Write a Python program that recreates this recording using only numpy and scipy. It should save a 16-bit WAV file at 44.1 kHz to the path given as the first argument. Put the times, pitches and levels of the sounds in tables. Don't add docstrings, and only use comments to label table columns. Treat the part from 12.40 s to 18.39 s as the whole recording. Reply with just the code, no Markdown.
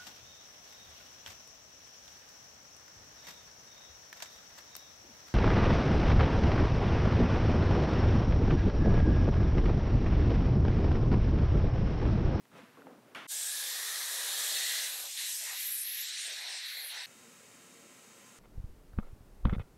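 import sys
import numpy as np
from scipy import signal
from scipy.fft import rfft, irfft
from scipy.io import wavfile
from scipy.ndimage import uniform_filter1d

SR = 44100
rng = np.random.default_rng(int(sys.argv[2]) if len(sys.argv) > 2 else 0)


def decibels_to_gain(level_db):
    exponent = np.asarray(level_db, float) / 20
    return 10 ** exponent


def store_pcm(level_fs):
    pcm = np.round(np.clip(level_fs, -1, 1) * 32767).astype(np.int16)
    wavfile.write(sys.argv[1], SR, np.atleast_2d(pcm).T)


N = 264114

WINDOW, HOP = 512, 128
HZ = np.maximum(np.fft.rfftfreq(WINDOW, 1 / SR), 1)[:, None]
FRAMES = np.arange(N // HOP + 2) * HOP / SR

# t/s, level/dB, lean to the edge/dB
CONTACT = [(.92, -45.5, -1), (1.3, -41.5, .5), (1.8, -41, -0.6), (2.18, -37, -1.5), (2.4, -37.5, -1),
           (2.63, -47, -0.5), (2.762, -47, -0.5), (2.772, -41, -1.5), (2.85, -42, -0.7), (2.98, -49, 0),
           (3.1, -44.5, 2.5), (3.16, -42, 0.5), (3.42, -48, -0.5), (3.47, -44.5, -1.1), (3.73, -42.5, 0),
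           (4.3, -41.5, 0), (4.47, -44.5, -1.2), (4.6, -42, 0.1)]
# t/s, f/Hz
EDGE_PITCH = [(.9, 1650), (1.22, 1690), (1.34, 1840), (1.6, 1870), (1.8, 1850), (1.9, 1700), (2.05, 1760),
              (2.17, 1910), (2.42, 1950), (2.6, 1800), (3.1, 1950)]


def per_frame(rows):
    s, *columns = np.transpose(rows)
    return [np.interp(FRAMES, s, column) for column in columns]


def at_hz(points, hz):
    f, level_db = np.array(points).T[:2]
    return np.interp(np.log(hz), np.log(f), level_db)


def share(power):
    return power / power.sum(axis=0)


def hump(centre_hz, width_hz, steep):
    return share(1 / (1 + np.abs(2 * (HZ - centre_hz) / width_hz) ** steep))


def gesture(start, end):
    soft_ends = 0.29
    nearest_end = np.minimum(FRAMES - start, end - FRAMES)
    return np.clip(nearest_end / (soft_ends * (end - start)), 0, 1)


def glide(start, end, from_hz, to_hz):
    return np.interp(FRAMES, [start, end], [from_hz, to_hz])


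def coloured(spectrum, size=N):
    hz = np.maximum(np.fft.rfftfreq(size, 1 / SR), 1)
    x = irfft(rfft(rng.standard_normal(size)) * decibels_to_gain(at_hz(spectrum, hz)), size)
    return x / x.std()


def turbulence(power):
    spec = signal.stft(rng.standard_normal(N), nperseg=WINDOW, noverlap=WINDOW - HOP)[2]
    spec = spec * np.sqrt(power * len(HZ))[:, :spec.shape[1]]
    return signal.istft(spec, nperseg=WINDOW, noverlap=WINDOW - HOP)[1][:N]


def high_pass(x, cutoff_hz):
    return signal.sosfilt(signal.butter(4, cutoff_hz, "high", fs=SR, output="sos"), x)


def walls(x, t60, wet_db):
    t = np.arange(SR // 2) / SR
    response = rng.standard_normal(len(t)) * decibels_to_gain(-60 * t / t60) * (t > .004)
    response = decibels_to_gain(wet_db) * response / np.sqrt(np.sum(response ** 2))
    response[0] = 1
    return signal.fftconvolve(x, response / np.sqrt(np.sum(response ** 2)))[:N]


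def bench():
    # f/Hz, level/dB per Hz
    rumble_spectrum = [(35, -63), (60, -29), (276, 1), (310, -7), (489, -5), (542, -6.5), (1510, -17.5),
                       (2000, -25), (2600, -65), (4400, -120)]
    # f/Hz, level/dB per Hz
    scuff_spectrum = [(300, -38), (500, -6.5), (1500, -3), (2600, -8), (3800, -14.5), (4300, -18),
                      (12000, -30), (16000, -51)]
    # start t/s, hardest t/s, stop t/s, rumble level/dB, scuff level/dB
    shoves = [
        (0.108, 0.179, .3, -55.5, -54.5),
        (0.274, 0.356, 0.46, -66, -64),
        (0.368, 0.383, 0.45, -54, -66),
        (0.424, .478, .63, -53, -69),
        (0.567, .72, 1, -61, -69),
    ]
    # start t/s, end t/s, f/Hz, level/dB
    squeak = (.277, .455, 11380, -78)
    creep_db, shove_fade_db = -72.5, 12
    t = np.arange(N) / SR
    rumble = scuff = decibels_to_gain(2 * creep_db) * np.clip(t / .12, .3, 1)
    for start, hardest, stop, rumble_db, scuff_db in shoves:
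        rise = np.clip((t - start) / (hardest - start), 0, 1) ** 2
        fade = np.clip((t - hardest) / (stop - hardest), 0, 9)
        push = rise * decibels_to_gain(-2 * shove_fade_db * fade)
        rumble = rumble + decibels_to_gain(2 * rumble_db) * push
        scuff = scuff + decibels_to_gain(2 * scuff_db) * push
    drag = np.sqrt(rumble) * coloured(rumble_spectrum) + np.sqrt(scuff) * coloured(scuff_spectrum)
    start, end, hz, level_db = squeak
    on = np.clip(np.minimum(t - start, end - t) / .01, 0, 1)
    return drag + decibels_to_gain(level_db) * on * np.sin(2 * np.pi * hz * t)


def shop_tone():
    # f/Hz, level/dB per Hz
    shop_spectrum = [(18, -66), (30, -82), (114, 3), (378, -4), (503, -10), (1130, -11), (1430, -25),
                     (1910, -14), (2290, -16), (15400, -23)]
    return decibels_to_gain(-66) * coloured(shop_spectrum)


def knocks():
    # t/s, peak level/dB, f/Hz, t60/s, hardness/Hz
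    knock_events = [(.054, -49.5, 1900, .005, 3600), (.056, -54, 1150, .01, 2000),
                    (.117, -50.5, 1300, .01, 4000), (.231, -45, 220, .05, 600),
                    (.372, -50, 1100, .012, 2000), (.42, -42.5, 1450, .011, 1800),
                    (.4685, -43, 800, .025, 900), (.474, -43, 520, .05, 800), (.47, -41, 1150, .008, 1500),
                    (.535, -51, 1200, .01, 2000), (.748, -42, 1170, .03, 12000),
                    (.7495, -38, 2900, .01, 6500), (.7518, -34, 2300, .012, 3500),
                    (.7545, -38, 1500, .015, 2500), (.7585, -49, 10800, .004, 14000),
                    (.776, -53, 9500, .004, 12000)]
    dry, t = np.zeros(N), np.arange(4000) / SR
    for s, peak_db, hz, t60, hard_hz in knock_events:
        click = rng.standard_normal(len(t)) * decibels_to_gain(-60 * t / .008)
        crack = signal.lfilter(*signal.butter(2, hard_hz, fs=SR), click)
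        ring = np.sin(2 * np.pi * hz * t) * decibels_to_gain(-60 * t / t60)
        dry[round(s * SR):][:len(t)] += decibels_to_gain(peak_db) * (ring + 0.63 * crack)
    return high_pass(dry, 130)


def thumps():
    # t/s, peak level/dB, f/Hz, t60/s
    thump_events = [(.117, -54, 200, .05), (.139, -53.5, 160, .09), (.175, -56, 500, .07),
                    (.18, -56, 850, .04), (.371, -55, 1100, .04), (.378, -54, 480, .08),
                    (.381, -48.5, 270, .08), (.41, -54, 400, .05), (.438, -56, 260, .09),
                    (.458, -54, 370, .08), (.488, -51, 265, .08), (.492, -55, 500, .09),
                    (.497, -57, 760, .08), (.51, -58, 1050, .05), (.517, -52, 275, .09),
                    (.528, -57, 620, .06), (.548, -55, 300, .06), (.58, -54, 230, .09)]
    rise_s = .004
    dry, t = np.zeros(N), np.arange(6000) / SR
    for s, peak_db, hz, t60 in thump_events:
        envelope = decibels_to_gain(peak_db - 60 * t / t60) * (1 - np.exp(-t / rise_s)) * 2
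        dry[round(s * SR):][:len(t)] += envelope * np.sin(2 * np.pi * hz * t)
    return dry


def hall():
    # t/s, level/dB
    bang = (.749, -43.5)
    # f/Hz, level/dB per Hz
    hall_spectrum = [(60, -55), (120, -24), (280, -4), (600, -6), (1150, -1), (1700, -1), (2500, -4),
                     (3600, -6), (3900, -15), (6300, -20), (7000, -24), (12000, -27), (15000, -38)]
    # f/Hz, t60/s
    hall_t60 = [(200, 1.2), (1500, .9), (3600, .85), (6000, .65), (12000, .45)]
    start, level_db = bang
    since = np.maximum(FRAMES - start, 0)
    decay = decibels_to_gain(2 * (level_db - 60 * since / at_hz(hall_t60, HZ)))
    tail = turbulence(share(decibels_to_gain(2 * at_hz(hall_spectrum, HZ))) * decay)
    return tail * np.clip((np.arange(N) / SR - start) / .01, 0, 1)


def free_jet():
    # t/s, strength level/dB, brightness/dB
    jet_strength = [(0.92, -39.5, 2.5), (1.21, -40.5, 0), (1.96, -40, 0.1), (1.99, -38, 2),
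                    (2.45, -38, 0.6), (2.5, -44, 1.5), (2.69, -44.5, 0.5), (2.89, -39, 1.6),
                    (3.12, -43, 0.3), (3.37, -45, 2.5), (3.38, -43.5, 3.5), (3.48, -46.5, -1.5),
                    (3.8, -42, -1), (4.02, -49.5, -3), (4.15, -45, -3.5), (4.45, -57.5, -1),
                    (4.61, -49.5, -4.5), (4.66, -59, -2)]
    jet_db, bright_db = per_frame(jet_strength)
    body = decibels_to_gain(2 * (jet_db - 5 - bright_db)) * hump(5500, 1520, 4.0)
    shear = decibels_to_gain(2 * (jet_db - 2 + bright_db)) * hump(7980, 3100, 4.2)
    return body + shear


def screech():
    # t/s, level/dB
    facing = [(0.92, -44.5), (0.99, -47), (1.15, -45), (1.81, -46), (2.04, -42.5), (2.63, -45.5),
              (2.71, -49.5), (2.9, -43), (3.11, -48.5), (3.21, -39.5), (3.61, -42.5), (3.72, -65),
              (4.08, -61.5), (4.17, -71), (4.28, -53), (4.48, -46), (4.59, -70), (4.66, -59.5)]
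    facing_db, = per_frame(facing)
    screech_share = share(hump(11760, 1560, 3.7) / (1 + (HZ / 12500) ** 40))
    off_board_db = -4 * np.clip((FRAMES - 2.4) / .2, 0, 1)
    top_db = -52 + 0.81 * (facing_db + 43.5) + off_board_db
    return decibels_to_gain(2 * facing_db) * screech_share + decibels_to_gain(2 * top_db) * hump(14200, 3600, 8.7)


def edge_tone():
    # t/s, width/Hz
    edge_width = [(.9, 80), (1.3, 90), (1.5, 160), (1.95, 240), (2.2, 170), (2.6, 200)]
    contact_db, lean_db = per_frame(CONTACT)
    edge_hz, = per_frame(EDGE_PITCH)
    width_hz, = per_frame(edge_width)
    clear = np.clip((2.51 - FRAMES) / 0.23, .12, .62)
    edge = clear * hump(edge_hz, width_hz, 2.6) + (1 - clear) * hump(2270, 1320, 8.4)
    return decibels_to_gain(2 * (contact_db - 5.5 + lean_db)) * edge


def gap_tone():
    contact_db, lean_db = per_frame(CONTACT)
    edge_hz, = per_frame(EDGE_PITCH)
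    gap_hz = 3856 + 0.5 * (edge_hz - edge_hz.mean())
    gap = .5 * hump(gap_hz, 720, 3.9) + .5 * hump(3795, 1580, 7.1)
    return decibels_to_gain(2 * (contact_db - 2 - lean_db)) * gap


def wash_and_puffs():
    # f/Hz, level/dB per Hz
    wash_spectrum = [(18, -104), (30, -74), (86, -40), (369, -15.5), (560, -10.5), (1370, -10),
                     (1890, -3.5), (2870, -18), (3500, 8), (4550, -30), (7700, -120)]
    # t/s, level/dB
    wash_level = [(0.9, -61), (0.94, -60), (1.59, -53.5), (1.96, -51), (2.53, -56.5), (2.66, -54),
                  (2.72, -72.5), (4.66, -73.5)]
    # start t/s, end t/s, level/dB, f/Hz
    puff_events = [(2.735, 2.77, -64, 921), (2.793, 2.826, -58.5, 935), (2.873, 2.93, -61.5, 800),
                   (2.92, 3.0, -67, 900), (2.992, 3.08, -59.5, 710), (3.046, 3.189, -53.5, 980),
                   (3.215, 3.265, -65, 800), (3.49, 3.523, -67, 700), (3.838, 3.96, -59, 613),
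                   (3.934, 4.22, -56, 820), (4.186, 4.296, -71, 800), (4.33, 4.5, -60.5, 666),
                   (4.487, 4.658, -56, 836)]
    wash_db, = per_frame(wash_level)
    wash = share(decibels_to_gain(2 * at_hz(wash_spectrum, HZ)) / (1 + (HZ / 1500) ** 7.6))
    power = decibels_to_gain(2 * wash_db) * wash
    for start, end, level_db, hz in puff_events:
        puff = 0.45 * hump(hz, 324, 3.6) + 0.16 * wash
        power = power + decibels_to_gain(2 * level_db) * gesture(start, end) ** 2 * puff
    return power


def whistles():
    whistle_glides = [(0.894, 1.165, 7400, 9000, -41.5), (1.063, 1.293, 9300, 11410, -44.5),
                      (1.33, 1.633, 10200, 9800, -48.5), (1.677, 2.04, 9110, 11110, -45.5),
                      (1.95, 3.25, 10100, 10500, -55), (3.277, 3.48, 10200, 9580, -43),
                      (3.6, 3.74, 11900, 11850, -54), (3.72, 4.12, 11800, 11700, -59),
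                      (3.767, 3.918, 8800, 9000, -47), (3.931, 4.06, 8600, 8087, -56),
                      (4.08, 4.234, 8900, 7840, -52.5), (4.42, 4.537, 10500, 10100, -53),
                      (4.56, 4.67, 8300, 8000, -57.5)]
    power = 0
    for start, end, from_hz, to_hz, level_db in whistle_glides:
        band = hump(glide(start, end, from_hz, to_hz), 1300, 3.8)
        power = power + decibels_to_gain(2 * level_db) * gesture(start, end) ** 2 * band
    return power


def edge_sings():
    sing_events = [(1.28, 1.46, 1690, 1670, -54), (1.55, 1.75, 1700, 1700, -56),
                   (2.16, 2.56, 2070, 2090, -54), (2.26, 2.46, 1640, 1680, -52),
                   (2.08, 2.4, 2650, 2780, -52), (3.13, 3.19, 1900, 1900, -55),
                   (3.94, 4.12, 1900, 2000, -54), (4.3, 4.47, 2100, 2050, -55),
                   (2.765, 2.84, 1600, 2300, -52), (3.03, 3.135, 1900, 1920, -49.5),
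                   (4.2, 4.27, 2000, 2010, -56), (4.54, 4.65, 1740, 2100, -52)]
    power = 0
    for start, end, from_hz, to_hz, level_db in sing_events:
        band = hump(glide(start, end, from_hz, to_hz), 130, 2.6)
        power = power + decibels_to_gain(2 * level_db) * gesture(start, end) ** 2 * band
    return power


def shadows():
    # start t/s, end t/s, start f/Hz, end f/Hz, depth/dB
    weakened_bands = [(.9, 1.15, 1150, 1100, 5), (1, 1.87, 2600, 3100, 2), (2.54, 2.78, 2000, 1630, 9),
                      (2.72, 2.772, 1800, 1800, 5), (2.88, 3.0, 2200, 2000, 2.5), (2, 2.65, 1000, 1100, 3),
                      (1.6, 1.77, 810, 750, 6), (2.62, 2.786, 10200, 10000, 4.5),
                      (2.66, 2.8, 12900, 12000, 2), (2.9, 2.96, 13800, 14000, 4),
                      (2.75, 2.874, 14400, 15000, 10), (3.36, 3.46, 3600, 3700, 4),
                      (2.96, 3.15, 14000, 14500, 8),
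                      (3.1, 3.22, 9600, 8600, 5), (3.23, 3.46, 6800, 6800, 6), (3.41, 3.52, 6800, 8800, 9),
                     (3.47, 3.66, 8500, 9700, 9), (3.6, 3.78, 9500, 11700, 8), (3.5, 3.64, 8300, 8300, 3),
                     (3.62, 3.72, 12900, 12700, 5), (2.46, 2.6, 2300, 2300, 3),
                     (3.63, 3.78, 14500, 14500, 4), (.88, 1.04, 1650, 1650, 2.5),
                     (4.4, 4.52, 4300, 4300, 3), (3.66, 4.24, 14000, 13800, 4), (3.93, 4.08, 7600, 7400, 1),
                     (3.8, 4, 10400, 10600, 6), (4, 4.2, 6800, 6200, 1.5), (3.9, 4.08, 3000, 3000, 4),
                     (4.08, 4.32, 3100, 3200, 2), (4.34, 4.46, 5200, 4500, 1), (4.13, 4.3, 5800, 6600, 4),
                     (4.1, 4.3, 10300, 9000, 5), (4.18, 4.52, 13400, 13400, 1),
                     (3.6, 3.7, 12000, 13500, -4), (4.18, 4.36, 2600, 3100, 4), (4.32, 4.47, 2900, 3000, 8),
                     (4.46, 4.5, 3400, 3700, 6), (4.22, 4.3, 2200, 2400, 3), (4.49, 4.545, 1800, 1800, 2),
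                     (4.3, 4.4, 5400, 5200, 4), (3.46, 3.62, 3900, 4000, 2), (3.17, 3.36, 4000, 4000, 2.5),
                     (3.38, 3.68, 1450, 1450, 5), (.95, 1.14, 4700, 6100, 2), (4.55, 4.72, 3000, 3600, 8)]
    # start t/s, end t/s, start f/Hz, end f/Hz, gain/dB
    glints = [(1.3, 1.65, 1250, 1249, 8.5), (2.04, 2.3, 3000, 3095, 1), (2.8, 3.12, 2950, 3250, 3),
              (3.04, 3.16, 1360, 1310, 7), (3.62, 3.823, 4300, 4380, 3), (3.9, 3.998, 4400, 4400, 0.5),
              (4.18, 4.368, 4270, 4400, 2.5), (4.5, 4.62, 1400, 1400, 7.5), (1.5, 1.8, 10200, 10100, 2.5),
              (1.83, 1.92, 6600, 6600, 2), (2.4, 2.58, 1700, 1500, 3.5), (3.47, 3.57, 2500, 2500, 4.5),
              (3.62, 3.72, 7500, 7500, 3), (3.82, 3.9, 7400, 7400, 3.5), (4.05, 4.3, 5400, 5400, 2),
              (4.36, 4.43, 7500, 8000, 3), (4.35, 4.46, 4100, 4200, 3), (3.47, 3.62, 10200, 10400, 3),
              (4.42, 4.53, 9800, 9600, 3), (4.1, 4.2, 9300, 9200, 3), (2.77, 2.88, 4100, 4100, 2)]
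    width = 0.11
    strengthened = [(*path, -gain_db) for *path, gain_db in glints]
    depth_db = 0
    for start, end, from_hz, to_hz, db in weakened_bands + strengthened:
        hz = glide(start, end, from_hz, to_hz)
        depth_db = depth_db + db * gesture(start, end) * np.exp(-((HZ - hz) / (width * hz)) ** 2)
    return decibels_to_gain(-2 * depth_db)


def valve():
    open_s, rise_db_per_s, lag_s_per_octave = 0.887, 402, 0.0086
    octaves_below_hiss = np.clip(np.log2(8000 / HZ), 0, 4)
    since_open = FRAMES - open_s - lag_s_per_octave * octaves_below_hiss
    return decibels_to_gain(2 * np.minimum(rise_db_per_s * since_open, 0))


def patches(depth_db, frames, bins):
    x = rng.standard_normal((len(HZ), len(FRAMES)))
    for _ in range(2):
        x = uniform_filter1d(x, size=frames, axis=1)
        x = uniform_filter1d(x, size=bins, axis=0)
    return decibels_to_gain(2 * depth_db * x / x.std())


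def blow_gun():
    # f/Hz, level/dB per Hz
    far_hum = [(30, -39), (80, -30), (125, -8.5), (200, 0), (300, -2.5), (500, -19), (800, -20.5)]
    power = free_jet() + screech() + edge_tone() + gap_tone()
    power = power + wash_and_puffs() + whistles() + edge_sings()
    power *= shadows() * valve()
    waving = np.clip((FRAMES - 2.5) / 1.3, 0, 1) * np.clip((HZ - 4000) / 3000, 0, 1)
    power *= patches(0.55 + 0.26 * waving, frames=14, bins=8)
    power *= patches(1.0 + 1.93 * waving, frames=5, bins=3)
    jet = walls(turbulence(power), t60=.3, wet_db=-11)
    return high_pass(jet, 330) + decibels_to_gain(-83) * coloured(far_hum)


def side_bursts():
    burst_events = [(1.2948, 6200, 8300, -49), (1.6404, 6900, 9000, -47), (1.942, 5000, 6900, -46),
                    (1.942, 7600, 9600, -47), (2.128, 4100, 5300, -47), (2.175, 5000, 6400, -47),
                    (2.175, 10300, 11800, -49), (2.175, 12400, 15200, -57), (2.94, 5700, 6900, -50),
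                    (2.94, 12400, 13800, -58), (4.592, 4700, 5700, -54)]
    size = 2048
    side, window = np.zeros(N), np.sin(np.pi * np.arange(size) / size) ** 2
    hz = np.fft.rfftfreq(size, 1 / SR)
    for s, low, high, level_db in burst_events:
        noise = irfft(rfft(rng.standard_normal(size)) * (hz > low) * (hz < high))
        side[round(s * SR) - size // 2:][:size] += decibels_to_gain(level_db + 1) * window * noise / noise.std()
    return side * [[1], [-1]]


def quiet_shop():
    # f/Hz, level/dB per Hz
    leak_spectrum = [(30, -57), (117, -6.5), (236, -7), (560, -8.5), (800, -13), (2300, -11), (3100, -12),
                     (3350, -18.5), (3800, -17.5), (5900, -16.5), (6200, -12), (9300, -16), (9450, -19.5),
                     (15400, -25.5)]
    # f/Hz, width/Hz, level/dB
    leak_peaks = [(234, 66, -69), (460, 14, -74.5), (1033, 22, -74.5), (1320, 110, -73), (2020, 30, -81),
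                  (3730, 170, -73), (6600, 200, -71.5), (7650, 480, -69.5), (8600, 200, -78)]
    hz = np.fft.rfftfreq(N, 1 / SR)
    peaks = 0
    for centre, width, level_db in leak_peaks:
        peaks = peaks + decibels_to_gain(level_db) / np.sqrt(width) / (1 + (2 * (hz - centre) / width) ** 2)
    rings = irfft(rfft(rng.standard_normal(N)) * peaks * np.sqrt(SR / 2), N)
    return decibels_to_gain(-57.5) * walls(coloured(leak_spectrum), t60=0.95, wet_db=10.5) + rings


def scene():
    changes = (0.8697, 0.8735, 4.661)
    t = np.arange(N) / SR
    first, fade_in, second = changes
    nudging = bench() + shop_tone() + knocks() + thumps() + hall()
    nudging = nudging * np.clip((first - t) / .003, 0, 1)
    blowing = blow_gun() * np.clip((t - fade_in) / 0.044, .002, 1) * (t > first)
    blowing = blowing * np.clip((second - t) / .002, 0, 1)
    resting = quiet_shop() * np.clip((t - second) / 0.0049, 0, 1)
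    return np.tile(nudging + blowing + resting, (2, 1))


def treble_gaps(x):
    gaps = [
        (3.356, 3.435, 15250, 16500),
        (3.374, 3.414, 14750, 15250),
        (3.378, 3.414, 12950, 14750),
        (3.38, 3.41, 13450, 14050),
        (3.385, 3.44, 13000, 13450),
        (3.41, 3.44, 14200, 14500),
        (3.43, 3.455, 15250, 15550),
    ]
    margin_s = .006
    spec = signal.stft(x, nperseg=WINDOW, noverlap=WINDOW - HOP)[2]
    kept = np.ones((len(HZ), len(FRAMES)))
    for start, end, low, high in gaps:
        during = (FRAMES > start - margin_s) * (FRAMES < end + margin_s)
        kept[during * (HZ > low) * (HZ < high)] = 0
    return signal.istft(spec * kept[:, :spec.shape[1]], nperseg=WINDOW, noverlap=WINDOW - HOP)[1][:N]


def top_cut(x):
    return signal.sosfilt(signal.butter(12, 16010, fs=SR, output="sos"), x)


def record(dry):
    mono = treble_gaps(dry[0])
    hz = np.fft.rfftfreq(N, 1 / SR)
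    slot = 1 - .9 * np.exp(-((hz - 15440) / 70) ** 2)
    limit = decibels_to_gain(np.clip((15730 - hz) / 3, -60, 0))
    mix = irfft(rfft(mono) * slot * limit, N) + side_bursts()
    return top_cut(mix)


dry = scene()
out = record(dry)
store_pcm(out)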